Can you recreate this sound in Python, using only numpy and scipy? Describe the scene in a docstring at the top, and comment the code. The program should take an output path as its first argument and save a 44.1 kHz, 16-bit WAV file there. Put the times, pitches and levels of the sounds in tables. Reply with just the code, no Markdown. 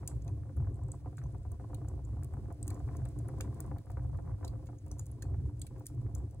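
"""A low, fluttering roar with sharp crackles: a wood fire in a brick stove in a small cottage kitchen.
The flames make the air in the firebox and flue (the chimney pipe) ring at several pitches.
Logs puff out gas and snap as their fibres part, over a faint hiss of steam and embers.
Two microphones hear it; the crackles and hiss reach the left one a little earlier."""
import sys
import numpy as np
from scipy import signal
from scipy.fft import rfft, irfft, next_fast_len
from scipy.io import wavfile

SR = 44100
rng = np.random.default_rng(int(sys.argv[2]) if len(sys.argv) > 2 else 0)


def store_pcm(level_fs):
    """Save levels as 16-bit WAV."""
    pcm = np.round(np.clip(level_fs, -1, 1) * 32767).astype(np.int16)
    wavfile.write(sys.argv[1], SR, np.atleast_2d(pcm).T)


N = 282238

# Modes, the pitches at which the air in firebox and flue rings, in a low, a middle and a high group.
# Each row: pitch in Hz, width in Hz, gain in dB.
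LOW_MODES = [(63.2, 17.4, -2), (104.1, 12.2, 1), (120.64, 19.9, 0.5), (133.5, 24.3, -1), (150.3, 27, -9.5)]
MIDDLE_MODES = [(208.9, 12.7, -4), (242, 22, -7.5), (294, 10.64, 2), (378.6, 62, -9), (470, 117, -19.5)]
HIGH_MODES = [(522.3, 21, 0), (685, 29, -2.5), (810, 60, -10.5), (1011, 70, -11), (1145, 82, -15.5),
              (1480, 230, -28.5), (2034, 230, -37.5)]


def flue_rumble(level_db):
    """Slowly released heat drives the lowest modes; the walls swallow anything higher."""
    air = ring_modes(rng.standard_normal((2, N)), LOW_MODES)
    common, apart = butter(butter(air, 3, 165), 3, 44, "high")
    apart = signal.lfilter([1, -1], [1], apart)   # the two sides differ more as pitch rises
    return from_db(level_db + 1.42 * drift(hz=9.3)) * stereo(rms_one(common), rms_one(apart), -18.5)


def flame_drone(level_db, burn):
    """The middle modes hum, gently following the flares of burning gas."""
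    noise = rng.standard_normal((2, N)) * burn ** 0.42 * from_db(1.98 * drift(hz=37))
    common, apart = rms_one(ring_modes(noise, MIDDLE_MODES))
    spread_db = 18.5 * bump(at_s=4.2, width_s=0.24)   # the drone widens as the listener turns away
    return from_db(level_db) * stereo(common, apart * from_db(spread_db), -12.0)


def flame_flutter(level_db, burn):
    """Flames flutter in the high modes; strong flares reach the highest ones most."""
    noise = rng.standard_normal((2, N))
    out, power = 0, 0
    for k, (hz, width, db) in enumerate(HIGH_MODES):
        brighten_db = 1.1 * (level_db - level_db.mean()) * np.log2(hz / 700)   # louder is brighter
        flicker = rms_one(burn ** (0.76 + 0.5 * np.log2(hz / 500)))
        drive = noise * from_db(level_db + brighten_db) * flicker
        out += (-1) ** k * from_db(db) * resonate(drive, hz, width)
        power += from_db(2 * db) * width * np.pi / SR
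    return butter(out, 4, 2500) / np.sqrt(power)


def gas_flares(per_s, fade_s):
    """Pockets of gas catch fire at random and die away over a steady burn."""
    lit = (rng.random(N) < per_s / SR) * np.minimum(rng.exponential(1, N), 2.2)
    return 0.48 + signal.lfilter([1], [1, -np.exp(-1 / (fade_s * SR))], lit)


def flame_lulls():
    """The flames die back briefly: smooth dips of the level, in dB."""
    # Each row: middle of the dip in seconds, depth in dB, length in seconds.
    lulls = [(0.201, 6.5, 0.027), (0.53, 6.5, 0.019), (1.008, 8, 0.035), (1.127, 8, 0.042),
             (1.167, 13, 0.031), (1.318, 17.5, 0.02), (1.429, 17, 0.012), (1.581, 18, 0.015),
             (2.296, 4.5, 0.016), (2.577, 12.5, 0.046), (3.116, 10, 0.054), (3.834, 10.5, 0.036),
             (4.371, 9.5, 0.037), (4.806, 12, 0.064), (5.066, 5.5, 0.11), (5.681, 12, 0.018),
             (5.874, 16, 0.039), (6.305, 10.5, 0.048)]
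    return -sum(db * bump(s, length_s / 2) for s, db, length_s in lulls)


def gas_puffs():
    """A log puffs out gas: one push of pressure and a short trail of noise ring in the stove."""
    # Each row: start in seconds, level in dB, treble in dB relative to that level.
    puffs = [(0.0315, -48.5, -6), (0.115, -54.5, -2), (0.283, -52, -23), (0.434, -63.5, 5),
             (0.4935, -55.5, -3), (0.57, -50.5, -22), (0.601, -48.5, -32), (0.646, -57, 0), (0.694, -63, 0),
             (0.887, -51.5, -33), (1.0587, -42.5, -29), (1.128, -53.5, -16), (1.181, -62, 17),
             (1.216, -55.5, 3), (1.347, -48.5, -20), (1.4514, -48.5, -18), (1.598, -48, -9),
             (1.7032, -51, -19), (1.732, -44.5, -27), (1.847, -49, -20), (1.992, -53, -23),
             (2.169, -50.5, -21), (2.226, -58, 5), (2.338, -45.5, -17), (2.369, -49, -32), (2.457, -57, -4),
             (2.504, -47, -15), (2.66, -65, -1), (2.713, -46.5, -7), (2.802, -48, -18), (2.888, -47, -1),
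             (2.951, -54, -1), (3.059, -49.5, -2), (3.288, -46, -4.5), (3.339, -50, -31), (3.405, -44.5, 2),
             (3.454, -57, -1), (3.482, -62, -15), (3.571, -55, -10), (3.6, -51.5, 0), (3.643, -50.5, -19),
             (3.7147, -40.5, -13), (3.767, -51.5, -5), (3.869, -53, -11), (3.8996, -44.5, -10),
             (3.971, -42, -9), (3.995, -51.5, -4), (4.047, -50, -18), (4.0957, -53, -24), (4.188, -46, -15),
             (4.275, -51.5, -7), (4.315, -65, 6), (4.3846, -58, -24), (4.43, -52, 0), (4.444, -42, -21),
             (4.537, -53.5, -19), (4.689, -49, -23), (4.73, -53, -16), (4.87, -57, -13), (4.92, -54.5, -26),
             (4.994, -50.5, -9), (5.709, -64, -13), (5.252, -51.5, -25), (5.3425, -51, -4.5),
             (5.399, -60, -10), (5.494, -54, -25), (5.762, -54, -3), (5.808, -48.5, -37),
             (5.8997, -56.5, -22), (6.064, -56, -1), (6.112, -57.5, -17), (6.16, -53, -32),
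             (6.202, -55, -21)]
    length = SR // 6
    bursts = rng.standard_normal((len(puffs), 2, length)) * from_db(-60 * np.arange(length) / SR / 0.074)
    bursts[..., 0] += from_db(25.5)   # the opening push
    dull = resonate(bursts, hz=737, width_hz=40) + from_db(6.0) * ring_modes(bursts, HIGH_MODES)
    dull += from_db(-8.5) * band(bursts, 520, 1077)
    low = from_db(8.0) * ring_modes(bursts, MIDDLE_MODES) + from_db(7.5) * ring_modes(bursts, LOW_MODES)
    body = butter(dull + low, 3, 1800)
    treble = butter(band(bursts, 900, 1730), 5, 2500)
    out = np.zeros((2, N))
    for k, (s, db, treble_db) in enumerate(puffs):
        puff = body[k] / peak(dull[k, 0]) + from_db(treble_db) * treble[k] / peak(treble[k, 0])
        add_at(out, s, from_db(db) * puff)
    return out


def wood_snaps():
    """Wood fibres part with a ping, a dry knock and a sizzle. Returns the snaps and a feed for the room."""
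    # Each row: start in seconds, level in dB, ping pitch in Hz, knock in dB, knock pitch in Hz,
    # sizzle in dB, length in seconds. Knock and sizzle are relative to the level.
    snaps = [(0.0753, -26, 7230, -26, 2300, -12, 0.021), (0.22, -56.5, 6600, -20, 1750, -38, 0.015),
             (0.246, -58, 7900, -19, 1640, -15, 0.016), (0.278, -50, 6260, -8, 2160, -38, 0.018),
             (0.565, -51, 11200, -27, 1600, -39, 0.022), (0.743, -56.5, 8050, -24, 1630, -53, 0.0095),
             (0.835, -58, 7760, -10, 1790, -33, 0.012), (0.883, -57.5, 8060, -12, 1640, -23, 0.016),
             (0.9175, -37, 8030, -26, 4120, -85, 0.0093), (0.95, -60, 8050, -38, 1650, -45, 0.02),
             (1.1702, -47.5, 7450, -16, 2300, -22, 0.018), (1.182, -55.5, 7000, -1, 1900, -20, 0.044),
             (1.237, -56.5, 6220, -12, 1730, -32, 0.024), (1.264, -64, 6300, -23, 1700, -42, 0.022),
             (1.381, -63, 7950, -23, 1700, -28, 0.018), (1.517, -48, 9000, -36, 1600, 2, 0.014),
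             (1.745, -45, 7000, -10, 3380, 0, 0.02), (1.884, -48.5, 7800, -35, 1800, -22, 0.018),
             (2.049, -55, 7360, -35, 1700, -35, 0.027), (2.233, -45.5, 9600, -20, 1700, -3, 0.01),
             (2.245, -43.5, 9000, -23, 2300, -1, 0.0099), (2.336, -60, 8050, -21, 1750, 2, 0.024),
             (2.525, -51, 8500, -27, 1680, -10, 0.013), (2.628, -37, 8170, -26, 4420, -54, 0.01),
             (2.669, -50, 7950, -33, 1990, -10, 0.02), (2.6786, -33.5, 8750, -25, 1650, -7, 0.015),
             (2.703, -40, 8200, -8.5, 1720, -5, 0.016), (2.743, -51, 7100, -25, 1810, -18, 0.016),
             (2.793, -58.5, 7000, -25, 1700, -28, 0.02), (2.9666, -47.5, 6800, -24, 1700, -22, 0.016),
             (3.052, -51.5, 8200, -4, 1650, -15, 0.022), (3.086, -50.5, 8540, -25, 1660, -15, 0.021),
             (3.1874, -45, 8300, -30, 1700, -18, 0.019), (3.2836, -46, 10700, -30, 1690, -33, 0.016),
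             (3.385, -58, 9000, -25, 1700, -18, 0.014), (3.4078, -30.5, 7060, -8.5, 1600, -17, 0.016),
             (3.544, -53.5, 8900, -20, 1720, -29, 0.012), (3.6037, -35.5, 8400, -21, 1650, 6, 0.011),
             (3.663, -54, 10000, -25, 2160, -24, 0.0098), (3.783, -51.5, 14600, -9, 1740, -25, 0.015),
             (3.903, -55, 7750, -12, 1740, 5, 0.014), (3.916, -53, 7100, -20, 1740, -2, 0.015),
             (4.172, -59, 10900, -13, 1690, -6, 0.014), (4.4462, -41, 6930, -6, 4290, -25, 0.023),
             (4.4777, -45, 4800, -4, 4700, -11, 0.018), (4.658, -61, 7400, -9, 1630, 2, 0.018),
             (4.666, -57.5, 6800, -4, 2300, -33, 0.047), (4.784, -56.5, 6700, -26, 2260, -42, 0.032),
             (4.863, -54, 15600, -15, 1640, -15, 0.021), (4.881, -58, 7450, -20, 1700, -5, 0.016),
             (4.914, -42, 6100, -21, 4120, -24, 0.021), (4.9837, -54, 6920, -22, 1600, -14, 0.045),
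             (4.994, -35, 7100, -41, 1600, -29, 0.015), (5.057, -53, 6830, -31, 1600, -9, 0.013),
             (5.0646, -45.5, 7400, -29, 2260, -10, 0.011), (5.114, -48.5, 10600, -36, 1850, -54, 0.019),
             (5.222, -40, 6900, -6.5, 1650, -16, 0.026), (5.595, -48, 9300, -36, 1680, -26, 0.021),
             (5.6157, -36.5, 8040, -9, 3300, -30, 0.02), (5.666, -44, 10700, -11, 2560, -15, 0.026),
             (5.781, -61, 14900, -16, 1630, -7, 0.016), (5.795, -54, 15400, -21, 1840, -21, 0.02),
             (5.857, -48, 8040, -14, 1700, -14, 0.04), (5.866, -31.5, 9450, -24, 4440, -12, 0.013),
             (5.885, -58, 9000, -24, 3700, 3, 0.016), (5.947, -62, 7900, -25, 1700, -2, 0.016),
             (6.1497, -38.5, 7060, -40, 1600, -26, 0.011), (6.181, -54.5, 7890, -20, 1610, -8, 0.016),
             (6.309, -53.5, 6260, -29, 1740, -9, 0.019)]
    # Ringing of the iron door and the logs. 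Each row: base pitch in Hz, base width in Hz, base gain in dB.
    door_modes = [(1650, 190, -2), (1900, 120, -6.5), (2300, 124, -4), (2666, 45, 0.5), (3360, 850, -5.5),
                  (3700, 230, 1), (4120, 200, 3.5), (4780, 120, 5.5)]
    out, to_room = np.zeros((2, N)), np.zeros(N)
    t = np.arange(SR // 12) / SR
    noises = rng.standard_normal((len(snaps), 4, len(t)))
    detunes = np.exp(0.045 * rng.standard_normal((len(snaps), len(door_modes))))   # no two logs ring alike
    first_crack = 1 + 0.34 * np.exp(-t / 0.00089)
    for row, noise, shifts in zip(snaps, noises, detunes):
        s, db, hz, knock_db, knock_hz, sizzle_db, length_s = row
        fade = (1 - np.exp(-t / .0002)) * from_db(-60 * (t / length_s) ** 1.4)
        burst, sizzle, *knocks = noise * fade * first_crack
        broad, bite = band(burst, 6050, 13100), band(burst, 2100, 5200)
        broad_db = 4.5 + 0.66 * sizzle_db   # snaps without sizzle are nearly pure pings
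        ping = from_db(broad_db) * broad + resonate(burst, hz, 0.07 * hz)
        ping = butter(ping, 4, min(5700, 0.73 * hz), "high")
        sizzle = band(sizzle, 11900, 22000)
        # Modes near the knock's pitch ring most.
        struck = [(mode_hz * shift, 0.96 * width, gain_db - 11 * abs(np.log2(mode_hz / knock_hz)))
                  for (mode_hz, width, gain_db), shift in zip(door_modes, shifts)]
        common, apart = ring_modes(np.array(knocks), struck)
        snap = from_db(knock_db) * stereo(common, apart, -5.5) / peak(common)
        snap += ping / peak(ping) + from_db(-25.5) * bite / peak(bite)
        snap += from_db(sizzle_db) * sizzle / peak(sizzle)
        add_at(out, s, from_db(db) * snap)
        add_at(to_room, s, from_db(db) * (0.48 * snap[0] + broad / peak(broad)))
    return out, to_room


def tiny_crackles(per_s, gain_db):
    """Tiny clicks come at random moments, each ringing briefly at one of ten high pitches."""
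    sizes = from_db(5.2 * np.minimum(rng.exponential(1, N), 4))
    clicks = sizes * rng.choice([-1, 1], N) * (rng.random(N) < per_s / SR)
    chosen = rng.integers(0, 10, N)
    return from_db(gain_db) * sum(resonate(clicks * (chosen == k) + 1e-18, hz, 0.14 * hz)
                                  for k, hz in enumerate(np.geomspace(5800, 11000, 10)))


def ember_hiss():
    """Steaming sap and embers make a fine, wavering hiss."""
    # Loudness of the hiss. Each row: time in seconds, level in dB.
    levels = [(0.0, -73.5), (0.46, -76.5), (2.58, -75), (2.76, -72), (3.6, -72.5), (3.83, -75.5),
              (6.4, -76.5)]
    # Tone of the hiss. Each row: frequency in Hz, relative strength in dB.
    tone = [(500, 13), (1500, 9), (3000, 0.5), (5000, 3), (8000, 3), (11000, 4), (12000, 0.5), (14500, -2),
            (16000, -1.5)]
    (level_db,), (tone_hz, tone_db) = curves(levels), np.transpose(tone)
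    hz = np.fft.rfftfreq(N, 1 / SR) + 1
    colour = from_db(np.interp(np.log(hz), np.log(tone_hz), tone_db, left=-20))
    common, apart = rms_one(irfft(rfft(rng.standard_normal((2, N))) * colour, N))
    return from_db(level_db + drift(hz=21)) * stereo(common, scattered(apart), -3.0)


def room_echo(x, dull_fade_s=0.15, bright_fade_s=0.046):
    """Firebox and kitchen add a short, dense echo that loses its treble first."""
    t = np.arange(SR // 3) / SR
    common, apart = rng.standard_normal((2, len(t))) * (1 - np.exp(-t / .005))
    tails = stereo(common, scattered(apart) + 0.23 * apart, 0.0)
    dull = butter(tails, 2, 8500)
    tails = dull * from_db(-60 * t / dull_fade_s) + (tails - dull) * from_db(-60 * t / bright_fade_s)
    return signal.fftconvolve(x[None], tails / np.sqrt(np.sum(tails[0] ** 2)), axes=1)[:, :N]


def scattered(x):
    """Keep the lower pitches, which the room scatters so that the two microphones differ."""
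    return butter(x, 3, 5500)


def right_later(x, delay_s):
    """The sound reaches the right microphone just after the left."""
    size = next_fast_len(N + 64)
    delay = np.exp(-2j * np.pi * np.fft.rfftfreq(size, 1 / SR) * delay_s)
    return np.array([x[0], irfft(rfft(x[1], size) * delay, size)[:N]])


def stereo(common, apart, apart_db):
    """Left and right share one sound; a second is added on the left and subtracted on the right."""
    return common + from_db(apart_db) * apart * [[1], [-1]]


def ring_modes(x, modes):
    """Ring several modes at once and add them with alternating signs."""
    return sum((-1) ** k * from_db(db) * resonate(x, hz, width) for k, (hz, width, db) in enumerate(modes))


def resonate(x, hz, width_hz):
    """Ring at one pitch; a narrower width rings longer."""
    r = np.exp(-np.pi * width_hz / SR)
    gain = (1 - r * r) / 2
    return signal.lfilter([gain, 0, -gain], [1, -2 * r * np.cos(2 * np.pi * hz / SR), r * r], x)


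def butter(x, order, hz, keep="low"):
    """Keep the lows, the highs or a band; a higher order cuts more steeply."""
    return signal.sosfilt(signal.butter(order, hz, keep, fs=SR, output="sos"), x)


def band(x, low_hz, high_hz):
    """Keep what lies between two frequencies."""
    return butter(x, 2, [low_hz, high_hz], "band")


def drift(hz):
    """A smooth random wobble of typical size 1, mostly slower than hz."""
    r = np.exp(-2 * np.pi * hz / SR)
    return rms_one(signal.lfilter([1], [1, -2 * r, r * r], rng.standard_normal(N + SR))[SR:])


def bump(at_s, width_s):
    """A bell curve in time, 1 at its top."""
    return np.exp(-.5 * ((np.arange(N) / SR - at_s) / width_s) ** 2)


def curves(rows):
    """Join timed rows with straight lines: one curve for each column after the time."""
    s, *columns = np.transpose(rows)
    return [np.interp(np.arange(N) / SR, s, column) for column in columns]


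def add_at(out, start_s, sound):
    """Mix a sound in at its start time."""
    at = round(start_s * SR)
    out[..., at:at + sound.shape[-1]] += sound[..., :N - at]


def from_db(db):
    """Turn decibels into a gain."""
    return 10 ** (np.asarray(db) / 20)


def rms_one(x):
    """Scale to an average power of 1."""
    return x / np.sqrt(np.mean(x ** 2) + 1e-20)


def peak(x):
    """The largest swing from zero."""
    return np.abs(x).max()


def scene():
    """Mix the roar of the fire with the crackles, their echo and the hiss."""
    # Draught in the flue. Each row: time in seconds, base level of the rumble in dB.
    draught = [(0.0, -34.5), (0.1, -49), (0.14, -36.5), (0.55, -40), (0.6, -33), (0.77, -40), (2.74, -38.5),
               (2.85, -35), (3.64, -40), (3.69, -32), (3.85, -44.5), (3.9, -36), (4.88, -42), (4.97, -35),
               (5.06, -44.5), (5.45, -34), (5.52, -41.5), (5.9, -42.5), (5.95, -35), (6.4, -40.5)]
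    # Flame height. Each row: time in seconds, base level of the flutter in dB, and of the drone in dB.
    flame_height = [(0.0, -62, -56), (0.4, -66, -55), (0.7, -61.5, -53.5), (1.3, -63.5, -57),
                    (1.8, -62, -52.5), (2.2, -63, -55.5), (2.8, -61, -52), (3.1, -61.5, -54.5),
                    (3.4, -60.5, -48.5), (3.7, -59.5, -52), (4.0, -67, -65.5), (4.3, -57.5, -58.5),
                    (4.7, -65.5, -55.5), (5.05, -64, -58), (5.35, -65, -52), (5.6, -67.5, -57),
                    (6.0, -65, -53.5), (6.4, -64.5, -59)]
    (rumble_db,), (flutter_db, drone_db) = curves(draught), curves(flame_height)
    drone_db += 0.27 * (rumble_db - rumble_db.mean())   # the drone partly follows the draught
    dip_db = flame_lulls()
    burn = gas_flares(per_s=110, fade_s=0.0049)
    common, apart = flame_flutter(flutter_db + dip_db, burn) + gas_puffs()
    roar = flue_rumble(rumble_db + 0.6 * dip_db) + flame_drone(drone_db + 0.49 * dip_db, burn)
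    roar += stereo(common, band(apart, 590, 3000), -7.0)
    snaps, to_room = wood_snaps()
    crackle = snaps + tiny_crackles(per_s=40, gain_db=-56) + from_db(-11.5) * room_echo(to_room)
    return roar + right_later(crackle + ember_hiss(), delay_s=0.000121)


def record(dry):
    """Cut away the very highest treble."""
    return signal.sosfilt(signal.cheby2(12, 70, 17100, fs=SR, output="sos"), dry)


dry = scene()
out = record(dry)
store_pcm(out)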